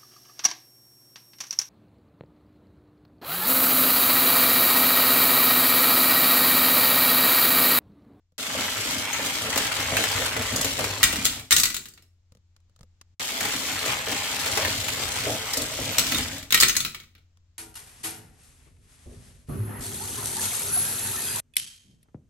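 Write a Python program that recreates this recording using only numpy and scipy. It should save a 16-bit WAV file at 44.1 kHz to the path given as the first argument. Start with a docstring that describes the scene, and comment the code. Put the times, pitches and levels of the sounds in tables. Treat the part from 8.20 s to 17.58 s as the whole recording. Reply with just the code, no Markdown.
"""A quiet room with a low hum and dry handling ticks close to the microphone; more ticks come between runs.
Then die-cast toy cars, three a run, roll down a plastic spiral garage on carpet; a second run follows.
Wheels and loose axles rattle by crowds of clicks, chutes and hollow decks sound with them, joints boom.
At the bottom the cars fly off, strike a plastic carrier case and tumble into a pile of other metal cars:
noise bursts and ringing modes. A furnished room and two microphones, the left one brighter, take it all in."""
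import sys
import numpy as np
from scipy import signal
from scipy.fft import rfft, irfft
from scipy.io import wavfile

SR = 44100
rng = np.random.default_rng(int(sys.argv[2]) if len(sys.argv) > 2 else 0)


def digitize_waveform(pressure):
    """Quantize a signal to 16-bit integers and store it at the path in sys.argv[1].

    Rows of a 2-D input are taken as channels; values are limited to [-1, 1].
    """
    field = np.atleast_2d(pressure).T
    bounded = np.clip(field, -1, 1)
    quanta = np.round(bounded * 32767).astype(np.int16)
    wavfile.write(sys.argv[1], SR, quanta)


N = 413658
TIME = np.arange(N) / SR   # seconds

# Colour of the room air. Each row: frequency in Hz, relative density in dB per Hz.
HUSH = [(25, -2), (65, -4), (85, 0), (105, -7), (140, -16), (220, -20.5), (450, -31), (1500, -35.5),
        (7400, -37.5), (8800, -58), (16000, -63)]
# Level of air and hum, lowest near the start of each run. 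Each row: time in seconds, level in dB.
HUSH_DB = [(0, -71), (0.2, -78.5), (3.7, -68), (4.6, -65), (4.94, -64), (4.96, -88.5), (8.3, -63.5),
           (9.38, -65)]
HUM_HZ = 88
# Faint handling ticks near the microphone. Each row: start in seconds, nominal peak in dB,
# nominal level of the soft thump in dB.
TICKS = [(0.121, -61, -65), (4.121, -45, -56), (4.15, -48.5, -57.5), (4.171, -51, -61.5), (4.364, -45, -64),
         (4.403, -58, -76.5), (4.496, -58, -71), (4.562, -46, -66), (4.591, -47, -59.5), (4.609, -40, -52),
         (4.631, -42, -50.5), (4.813, -32.5, -71), (9.1722, -51, -72)]
# Colours of the dry tick and of its thump. Each row: frequency in Hz, relative density in dB per Hz.
TICK = [(100, -5), (300, -4.5), (480, -4.5), (750, -4), (1250, 8), (1700, -1), (2300, -3), (3200, -1.5),
        (7000, -1.5), (15000, -24)]
THUMP = [(40, 2), (120, 5), (250, -5.5), (350, -20), (490, -6), (700, -19), (2000, -43)]

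# The two runs. Each row: abrupt start of the rolling in seconds, first car on the carrier's lid in seconds,
# last car off it in seconds.
RUNS = [(0.18, 2.83, 3.307), (4.996, 7.783, 8.305)]
# How hard the cars roll, one curve a run; in the bends they lean on the chute.
# Each row: time in seconds, level in dB, chute over axles in dB.
ROLLING = [
    [(0.18, -37.5, -2.5), (0.32, -34.5, -2.5), (0.4, -32, 1), (0.73, -32, -1), (0.88, -34, 7),
     (1.05, -32.5, -0.5), (1.26, -33.5, 1.5), (1.38, -30, 1), (1.66, -33, 2.5), (1.82, -30, 0.5),
     (2.05, -30.5, 1), (2.14, -34, 5), (2.45, -33, -2.5), (2.78, -36, 1.5), (2.95, -35, -0.5),
     (3.17, -41, -3), (3.29, -67, -10.5)],
    [(5.0, -33.5, 0), (5.1, -35, -1.5), (5.23, -31.5, -1), (5.58, -34, -0.5), (5.68, -28.5, 5),
     (5.83, -37.5, 4), (5.9, -31.5, -0.5), (6.0, -34.5, -0.5), (6.42, -30, -0.5), (6.62, -35, -3),
     (7.05, -32, -0.5), (7.2, -36, 1), (7.55, -36, -1.5), (7.98, -33, -3), (8.17, -41.5, -0.5),
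     (8.29, -62.5, -3)],
]
# Colours of axles, chute, hollow deck, base plate and tower frame.
# Each row: frequency in Hz, relative density in dB per Hz.
AXLE = [(1760, -29.5), (3000, 0.5), (5710, -4.5), (7510, -3.5), (10400, -15), (11700, -14.5),
        (15100, -18.5), (16000, -26.5)]
CHUTE = [(460, -28), (780, -2), (1750, -2), (2180, 0.5), (3300, -6.5), (4290, -31), (7260, -120)]
DECK = [(150, -35), (300, -2), (380, -3), (450, 1), (485, -1.5), (520, 3), (560, -0.5), (640, 1.5),
        (715, -4), (795, -9), (900, -14), (1500, -41.5)]
PLATE = [(100, -30.5), (180, -8), (205, -2.5), (227, -0.5), (245, -3), (267, 1), (305, -2), (345, -10.5),
         (600, -47)]
FRAME = [(18, -39.5), (30, -11.5), (81, 3), (108, 4), (141, -4), (190, -8.5), (250, -30), (420, -120)]
# Hollow deck, base plate and tower frame, a row for each: level while rolling in dB,
# level while a deck is crossed in dB, share of a drop's depth, gain on the lid in dB, loss at the top in dB.
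HOLLOW_PARTS = [(-43, -37.5, -0.3, -4, 2), (-49, -42, .7, 5.5, -1.5), (-43, -40.5, 0.2, 4, 8)]
# The hollow parts take this share of the swing about the usual rolling level.
USUAL_ROLL_DB, HOLLOW_FOLLOWS = -32.5, .7
DESCENT_S = 1.47   # the loss at the top fades out over this time
# A harder drop drums louder, by this share of its swing; once the car has left, the drumming dies away.
USUAL_BUMP_DB, CROSSING_FOLLOWS, CROSSING_T60_S = -20.5, 0.71, 0.25

# A car drops over a joint onto a deck and crosses it; depth weighs the hollow parts against each other.
# Each row: start in seconds, nominal peak in dB, crossing in seconds, depth in dB.
BUMPS = [(0.349, -24, 0.059, -5), (0.653, -24.5, .12, 4), (0.991, -22.5, 0.059, -3), (1.288, -30, 0.054, 0),
         (1.36, -17.5, 0.037, 1), (1.59, -26, 0.031, 1), (1.716, -21, 0.067, -2.5),
         (1.789, -19.5, 0.029, -4.5), (1.97, -28.5, .08, -8), (2.163, -15.5, 0.028, -2),
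         (2.32, -23, 0.085, 5), (2.445, -21.5, 0.025, 9), (2.589, -16.5, 0.048, -4), (2.93, -27, .06, 8),
         (5.208, -26.5, 0.047, 3), (5.335, -26, .03, 6), (5.66, -26, 0.031, -6), (5.873, -22, 0.055, -3),
         (6.261, -23.5, 0.049, 0), (6.37, -16.5, 0.0089, -15), (6.449, -24.5, .04, 1),
         (6.798, -31, 0.009, -2), (7.066, -17, 0.026, -5), (7.096, -19, 0.037, 4), (7.371, -23, 0.038, 6),
         (7.589, -23, .12, -1), (7.787, -29, .03, 6.5), (7.916, -26.5, 0.085, 12)]
# Ringing of the hollow decks. Each row: frequency in Hz, strength in dB, time to fall 60 dB in seconds.
DECK_MODES = [(229, -10, 0.28), (266, -10, .2), (482, 1.5, 0.31), (547, 7.5, 0.052), (574, -11, .11),
              (640, -5, 0.025), (867, -4.5, 0.3)]

# A car knocks against a side wall or another car.
# Each row: start in seconds, level in dB, hardness (metal over plastic) in dB.
KNOCKS = [(0.409, -32, -3), (0.709, -30.5, -4), (0.9307, -31.5, -6), (1.0598, -29, -2), (1.359, -25.5, -4),
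          (1.3763, -20.5, -3.5), (1.5171, -35, -28), (1.603, -33, 2), (1.768, -21.5, -7.5),
          (1.839, -24, -11), (1.9714, -36.5, -13), (2.059, -29, -2), (2.166, -29.5, -11.5), (2.222, -31, 0),
          (2.3605, -29.5, 9), (2.4116, -24.5, 1), (2.4458, -24.5, 2), (2.5908, -27, -10),
          (2.6417, -25.5, -7), (5.2068, -27, -6), (5.252, -28, -6), (5.3366, -31, -10), (5.6585, -33, 4),
          (5.916, -33, 2), (6.2597, -28.5, -8), (6.3732, -23.5, -12), (6.449, -28, -16), (6.6834, -27, -11),
          (7.3347, -29, 9), (7.3714, -31, 15), (7.4186, -30.5, 3)]
KNOCK_PEAK_DB = 13   # nominal peak of the contact, over the level of the knock
# Colours of hard contacts and of the cars' metal. Each row: frequency in Hz, relative density in dB per Hz.
CRACK = [(100, -11.5), (700, -11), (1300, -3), (2700, -2), (4100, 7.5), (5200, -11), (7500, -6),
         (11000, -8), (16000, -2.5)]
METAL = [(1000, -37), (2400, -14), (3800, 6), (5200, 7), (7500, 9), (10500, -1.5), (12000, -1),
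         (14000, -4.5), (16000, -15.5)]

# A metal part pings, in the rattle or in a crash. Each row: start in seconds, level in dB, frequency in Hz.
PINGS = [(0.9304, -25.5, 6440), (1.769, -22.5, 2640), (2.164, -28, 2010), (2.9055, -33, 1970),
         (2.9266, -31.5, 2780), (2.992, -32, 2390), (3.3833, -28, 6400), (7.722, -37, 11750),
         (7.9462, -23, 3670), (8.0291, -33, 5000), (8.4955, -28.5, 6300)]

# A car lands on the carrier or the pile, bounces and settles.
# Each row: start in seconds, level in dB, hardness (metal over plastic) in dB, clink in Hz.
CRASHES = [(2.8303, -14, 2, 1863), (2.8377, -18, 9, 1950), (2.9272, -29.5, 4.5, 2750),
           (2.958, -32, 6, 2000), (3.0473, -31, 16, 7310), (3.053, -19.5, 9.5, 7300),
           (3.0638, -26.5, 10, 3470), (3.196, -41, 5, 2300), (3.308, -20.5, 10, 2100),
           (3.3185, -17.5, 2, 1910), (3.3246, -16, 10.5, 1845), (3.3646, -19, 12.5, 6500),
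           (3.3829, -23, 11, 6400), (3.3986, -22.5, 17, 7600), (3.4341, -20, 11.5, 4450),
           (3.4553, -23.5, 7, 1950), (3.5008, -33.5, 2, 4570), (3.544, -31, 7, 7100),
           (3.5655, -31.5, 6.5, 6300), (3.6557, -43.5, 4, 1720), (3.6846, -55, 26, 4610),
           (3.737, -59, 20, 6470), (3.776, -55.5, -6, 4030), (3.823, -61.5, 10, 5300),
           (7.7831, -19, 8.5, 7760), (7.7936, -23.5, 6, 4210), (7.8672, -31, 4, 4970),
           (7.9205, -25.5, 1, 2490), (7.947, -31.5, 8, 3660), (7.9839, -29.5, 7.5, 3070),
           (8.1811, -41, 10, 3810), (8.2283, -43, 1, 2250), (8.306, -31, 2, 3500), (8.3235, -19, 1.5, 3800),
           (8.3442, -14.5, 3.5, 1880), (8.375, -26, -3, 3090), (8.401, -22, 19, 4050),
           (8.4089, -18, 10, 7750), (8.4244, -18.5, -2, 4290), (8.4324, -15.5, 1, 1847),
           (8.483, -22.5, 10.5, 6310), (8.4955, -23.5, 0, 6300), (8.553, -31.5, 2, 1740),
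           (8.566, -22, 12, 6650), (8.604, -26.5, 9, 3550), (8.649, -28.5, 0.5, 4020),
           (8.6617, -36, 3, 2510), (8.7464, -38, -3, 2240), (8.8, -48, -2, 2200), (8.835, -58, -10, 1930),
           (8.951, -61, -12.5, 2340), (8.98, -66.5, -6, 2160)]
CRASH_PEAK_DB, CLINK_DB = 15.5, -2   # nominal crack and clink, over the level of the crash
# Thuds differ less in level than the blows: level for a blow of 0 dB, and the share.
THUD_DB, THUD_FOLLOWS = -28.5, 0.56
# Colours of the hollow carrier and of the thud. Each row: frequency in Hz, relative density in dB per Hz.
CARRIER = [(300, -16.5), (900, -17), (1300, -0.5), (1650, -4.5), (1880, -11.5), (2200, 1), (2800, -0.5),
           (4000, -2.5), (6000, -11.5), (12000, -40.5)]
THUD = [(25, -12), (50, 2), (110, -5.5), (240, -6.5), (450, -15), (900, -26), (3000, -55)]
# Ringing of the toy cars and of the carrier's stiff wall.
# Each row: frequency in Hz, strength in dB, time to fall 60 dB in seconds.
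CAR_MODES = [(1204, -10.5, 0.3), (1460, -10, .35), (1930, -5.5, .13), (2820, -3, .12), (3770, -5.5, 0.13),
             (4500, -6, .1), (5500, -9.5, .1), (6300, -14.5, .2), (6530, -5, .2), (7250, -10, .18),
             (8020, -0.5, 0.21), (8580, -12, .14), (11700, -10, .09), (13300, -2.5, .1), (15540, -5.5, .08)]
CARRIER_MODES = [(1321, -9.5, 0.039), (1740, -6.5, 0.045), (1854, -2, 0.08), (1938, -2.5, .07),
                 (2000, 1.5, .06), (2170, -5, .05)]

ROOM_T60_S = .33
# Colour of the room's tail. Each row: frequency in Hz, gain in dB.
SOFT_WALLS = [(300, -0.5), (4000, -1), (8000, -1), (15000, -3.5)]
# Stereo spread at the microphones. Each row: frequency in Hz, gain of the side signal in dB.
WIDTH = [(60, -18.5), (200, -18.5), (380, -11), (700, -8), (1300, -2.5), (2400, -2), (4400, 1), (8000, 0),
         (15000, 0)]
CUTOFF_HZ = 15900   # the microphone channels carry little above this


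def from_db(db):
    """Decibels to gain."""
    return np.exp(np.asarray(db) * (np.log(10) / 20))


def rms_one(x):
    """Scale to unit rms."""
    return x / np.sqrt(np.mean(x ** 2) + 1e-20)


def through(x, response):
    """Pass a sound through an impulse response."""
    return signal.oaconvolve(np.atleast_2d(x), np.atleast_2d(response), axes=-1)[:, :N]


def causal_filter(points, size=8192):
    """Minimum-phase impulse response of a (Hz, dB) curve, by folding its cepstrum."""
    hz, db = np.transpose(points)
    grid = np.maximum(np.fft.rfftfreq(size, 1 / SR), 1)
    curve_db = np.interp(np.log(grid), np.log(hz), db)
    cepstrum = irfft(np.log(from_db(curve_db)))
    cepstrum[1:size // 2] *= 2
    cepstrum[size // 2 + 1:] = 0
    return irfft(np.exp(rfft(cepstrum)))


def coloured(x, points):
    """Give a white sound a spectrum and keep its power."""
    taps = causal_filter(points)
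    return through(x, taps / np.linalg.norm(taps))


def dying_noise(t60, size=22050):
    """Countless crowded modes struck at once: mid and side noise that starts at rms 1 and dies away."""
    return rng.standard_normal((2, size)) * from_db(-60 * TIME[:size] / t60)


def blows(times, level_db, sound):
    """Place a fresh sound at each time."""
    out = np.zeros((2, N))
    for s, gain in zip(times, from_db(level_db)):
        start = int(s * SR)
        one = sound()
        out[:, start:start + one.shape[1]] += gain * one[:, :N - start]
    return out


def background():
    """Quiet room air and a low hum of one pitch, which rise and dip together."""
    air = coloured(rng.standard_normal((2, N)), HUSH)
    hum = from_db(6.0) * np.sin(2 * np.pi * HUM_HZ * TIME)
    level_db = np.interp(TIME, *np.transpose(HUSH_DB))
    return (air + hum) * from_db(level_db)


def ticks():
    """Small dry ticks close to the microphone: short noise bursts, each with a soft thump."""
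    s, peak_db, thump_db = np.transpose(TICKS)
    dry_contact = lambda: dying_noise(t60=0.022, size=2048)
    soft_contact = lambda: dying_noise(t60=.05, size=4096)
    tick = coloured(blows(s, peak_db - 9.5, dry_contact), TICK)
    thump = coloured(blows(s, thump_db + 6.0, soft_contact), THUMP)
    return tick + thump


def spot_ring(t60, uneven_db, size=4096, order=48):
    """The ring of one spot on a body: crowded modes, some broad groups of them stronger than others."""
    ripple = np.log(from_db(uneven_db)) * np.sqrt(2 / order)
    cepstrum = np.append(0, rng.standard_normal(order)) * ripple
    hills = np.exp(rfft(cepstrum, size))
    hills = hills / np.sqrt(np.mean(np.abs(hills) ** 2))
    return irfft(rfft(dying_noise(t60, size=size)) * hills)


def chatter(per_s, spread_db, t60, uneven_db, size=4096, count=3):
    """Uneven tiny impacts on a few spots of a body; as the cars move on, new spots ring in new ways; rms 1."""
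    strengths = from_db(spread_db * np.minimum(rng.exponential(1, N), 4)) * rng.choice([-1, 1], N)
    clicks = strengths * (rng.random(N) < per_s / SR)
    spot = rng.integers(0, count, N)
    dealt = clicks * (spot == np.arange(count)[:, None])   # one row of clicks a spot
    out = np.zeros((2, N + 3 * size))
    for start in range(0, N, size):
        spots = np.array([spot_ring(t60, uneven_db, size=size) for _ in range(count)])
        block = dealt[:, None, start:start + size]
        stretch = signal.fftconvolve(block, spots, axes=-1).sum(axis=0)
        out[:, start:start + stretch.shape[1]] += stretch
    return rms_one(out[:, :N])


def deck_crossings(depth_share, size=22050):
    """After each drop a hollow part drums for as long as the car is on the deck, then dies away."""
    power = np.zeros(N)
    for s, peak_db, length, depth_db in BUMPS:
        start = int(s * SR)
        since_left = np.maximum(TIME[start:start + size] - s - length, 0)
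        level_db = CROSSING_FOLLOWS * (peak_db - USUAL_BUMP_DB) + depth_share * depth_db
        power[start:start + size] += from_db(level_db - 60 * since_left / CROSSING_T60_S) ** 2
    return np.sqrt(power)


def rolling_gains():
    """Gains of axles, chute, deck, base plate and frame, led by how hard the cars roll; zero outside the runs."""
    gains = np.zeros((5, N))
    crossings = [from_db(cross_db) * deck_crossings(share) for _, cross_db, share, _, _ in HOLLOW_PARTS]
    for (start, on_lid, end), rows in zip(RUNS, ROLLING):
        on = (TIME >= start) & (TIME < end)
        t = TIME[on]
        s, *columns = np.transpose(rows)
        level_db, lean_db = [np.interp(t, s, column) for column in columns]
        height = np.maximum(1 - (t - start) / DESCENT_S, 0)   # 1 at the top floor, 0 at the bottom
        swing_db = HOLLOW_FOLLOWS * (level_db - USUAL_ROLL_DB)
        hollow = []
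        for (roll_db, _, _, lid_db, top_loss_db), crossing in zip(HOLLOW_PARTS, crossings):
            steady = from_db(roll_db + swing_db + lid_db * (t > on_lid))
            hollow.append(np.hypot(steady, crossing[on]) * from_db(-top_loss_db * height))
        axle = from_db(level_db - lean_db / 2)
        chute = from_db(level_db + lean_db / 2)
        gains[:, on] = [axle, chute, *hollow]
    return gains


def rolling():
    """Hard wheels chatter on wire axles and on the track; the hollow parts ring longer than either."""
    axle, chute, deck, plate, frame = rolling_gains()
    axle_clicks = chatter(per_s=1700, spread_db=3.3, t60=.024, uneven_db=1.4, count=6)
    wheel_clicks = chatter(per_s=1150, spread_db=3.5, t60=.02, uneven_db=1.4, count=6)
    # deck, plate and frame all feel the same jolts
    jolts = chatter(per_s=1200, spread_db=2.0, t60=.04, uneven_db=0.67, count=5)
    rattle = from_db(-1.0) * coloured(axle * axle_clicks, AXLE)
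    whir = from_db(-2.3) * coloured(chute * wheel_clicks, CHUTE)
    deck_drum = coloured(deck * jolts, DECK)
    plate_drum = from_db(3.0) * coloured(plate * jolts, PLATE)
    rumble = from_db(-1.0) * coloured(frame * jolts, FRAME)
    return rattle + whir + deck_drum + plate_drum + rumble


def ringing(modes, spread_db, size=16384):
    """Distinct decaying modes, with strengths and phases drawn anew for where each blow lands."""
    hz, db, t60 = np.transpose(modes)[:, :, None]
    waves = np.exp((2j * np.pi * hz - np.log(1000) / t60) * TIME[:size])

    def blow():
        """One blow, in mid and side."""
        shape = (2, len(modes))
        strengths = from_db(db.T + spread_db * rng.uniform(-1, 1, shape))
        phases = np.exp(2j * np.pi * rng.random(shape))
        return ((strengths * phases) @ waves).real
    return blow


def bumps():
    """The hollow deck booms as a car drops onto it: ringing modes and a short burst of noise."""
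    s, peak_db = np.transpose(BUMPS)[:2]
    deck_ring = ringing(DECK_MODES, spread_db=3)
    wheels_land = lambda: dying_noise(t60=.04, size=4096)
    boom = blows(s, peak_db - 20.5, deck_ring)
    landing = coloured(blows(s, peak_db - 6.0, wheels_land), DECK)
    return boom + landing


def plastic_and_metal(level_db, hardness_db):
    """A hard contact puts more of a blow into the metal, a soft one more into the plastic."""
    return level_db - hardness_db / 2, level_db + hardness_db / 2


def knocks():
    """Metal meets a thin plastic wall: a tick, a short clack of the chute and a little jingle of the car."""
    s, level_db, hardness_db = np.transpose(KNOCKS)
    chute_db, metal_db = plastic_and_metal(level_db, hardness_db)
    peak_db = level_db + KNOCK_PEAK_DB
    contact = lambda: dying_noise(t60=.014, size=2048)
    wall = lambda: spot_ring(t60=.06, uneven_db=1.5)
    car = lambda: spot_ring(t60=.07, uneven_db=2)
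    tick = coloured(blows(s, peak_db - 12.0, contact), CRACK)
    clack = coloured(blows(s, chute_db - 3.0, wall), CHUTE)
    jingle = coloured(blows(s, metal_db + 1.0, car), METAL)
    return tick + clack + jingle


def clinks(times, level_db, hz, t60, pair_gap=0.018, size=8192):
    """Each contact sets off one close pair of modes in the metal, the upper one half as strong."""
    out = np.zeros((2, N))
    t = np.arange(size) / SR
    for s, gain, pitch in zip(times, from_db(level_db), hz):
        phase = 2 * np.pi * rng.random((2, 2, 1))
        lower = np.sin(2 * np.pi * pitch * t + phase[0])
        upper = .5 * np.sin(2 * np.pi * pitch * (1 + pair_gap) * t + phase[1])
        clink = gain * (lower + upper) * from_db(-60 * t / t60)
        start = int(s * SR)
        out[:, start:start + size] += clink[:, :N - start]
    return out


def pings():
    """A metal part pings, in the rattle or in a crash: short wiry notes, each a decaying pair of modes."""
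    s, level_db, hz = np.transpose(PINGS)
    return clinks(s, level_db, hz, t60=0.11)


def jostle(per_s, t60, size=8192):
    """The neighbours in the heap are shaken: a quickly dying shower of small contacts."""
    t = np.arange(size) / SR
    strengths = rng.uniform(-1, 1, size)
    contacts = (rng.random(size) < per_s / SR) * strengths * from_db(-60 * t / t60)
    return through(contacts, spot_ring(t60=.009, uneven_db=2))


def crashes():
    """A sharp crack, the bark of hollow plastic, jangling and ringing metal, and a thud into the floor."""
    s, level_db, hardness_db, clink_hz = np.transpose(CRASHES)
    plastic_db, metal_db = plastic_and_metal(level_db, hardness_db)
    peak_db = level_db + CRASH_PEAK_DB
    contact = lambda: spot_ring(t60=0.025, uneven_db=2.0)
    hollow_case = lambda: dying_noise(t60=0.079, size=8192)
    car_body = lambda: spot_ring(t60=0.062, uneven_db=4.0)
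    heap = lambda: jostle(per_s=730, t60=.14)
    floor = lambda: dying_noise(t60=0.23, size=16384)
    car_blow = ringing(CAR_MODES, spread_db=4)
    wall_blow = ringing(CARRIER_MODES, spread_db=3, size=4096)
    crack = coloured(blows(s, peak_db - 13.0, contact), CRACK)
    bark = coloured(blows(s, plastic_db + 0.5, hollow_case), CARRIER)
    struck = blows(s, metal_db - 3.0, car_body)
    shaken = blows(s, metal_db - 8.0, heap)
    jangle = coloured(struck + shaken, METAL)
    ring = blows(s, metal_db - 22, car_blow) + blows(s, plastic_db - 10.0, wall_blow)
    clink = clinks(s, level_db + CLINK_DB, clink_hz, t60=.075)
    thud = coloured(blows(s, THUD_DB + THUD_FOLLOWS * level_db, floor), THUD)
    return crack + bark + jangle + ring + clink + thud


def room(x, wet_db, first_echo_s=0.0044):
    """A furnished room adds a short diffuse tail, a little duller than the direct sound."""
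    tail = dying_noise(t60=ROOM_T60_S) * (TIME[:SR // 2] > first_echo_s)
    tail = through(tail / np.linalg.norm(tail[0]), causal_filter(SOFT_WALLS))
    return x + from_db(wet_db) * through(x, tail)


def scene():
    """Everything is carried as mid and side; long waves reach both microphones nearly alike."""
    tower = room(rolling() + bumps() + knocks() + pings(), wet_db=-6.5)
    landing = room(crashes(), wet_db=-5.0)
    mid, side = background() + ticks() + tower + landing
    return mid + through(side, causal_filter(WIDTH)) * [[1], [-1]]


def record(dry):
    """The left microphone is the brighter one; peaks are clipped at full scale, then the top is cut."""
    left = through(dry[0], causal_filter([(500, 0.067), (7000, 0.18), (12500, 5.7)]))   # (Hz, dB)
    right = through(dry[1], causal_filter([(500, -0.39), (7000, -1.3), (12500, 0.5)]))
    clipped = np.clip(np.vstack([left, right]), -1, 1)
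    low_pass = signal.ellip(10, .1, 80, CUTOFF_HZ, fs=SR, output="sos")
    return signal.sosfilt(low_pass, clipped)


dry = scene()
out = record(dry)
digitize_waveform(out)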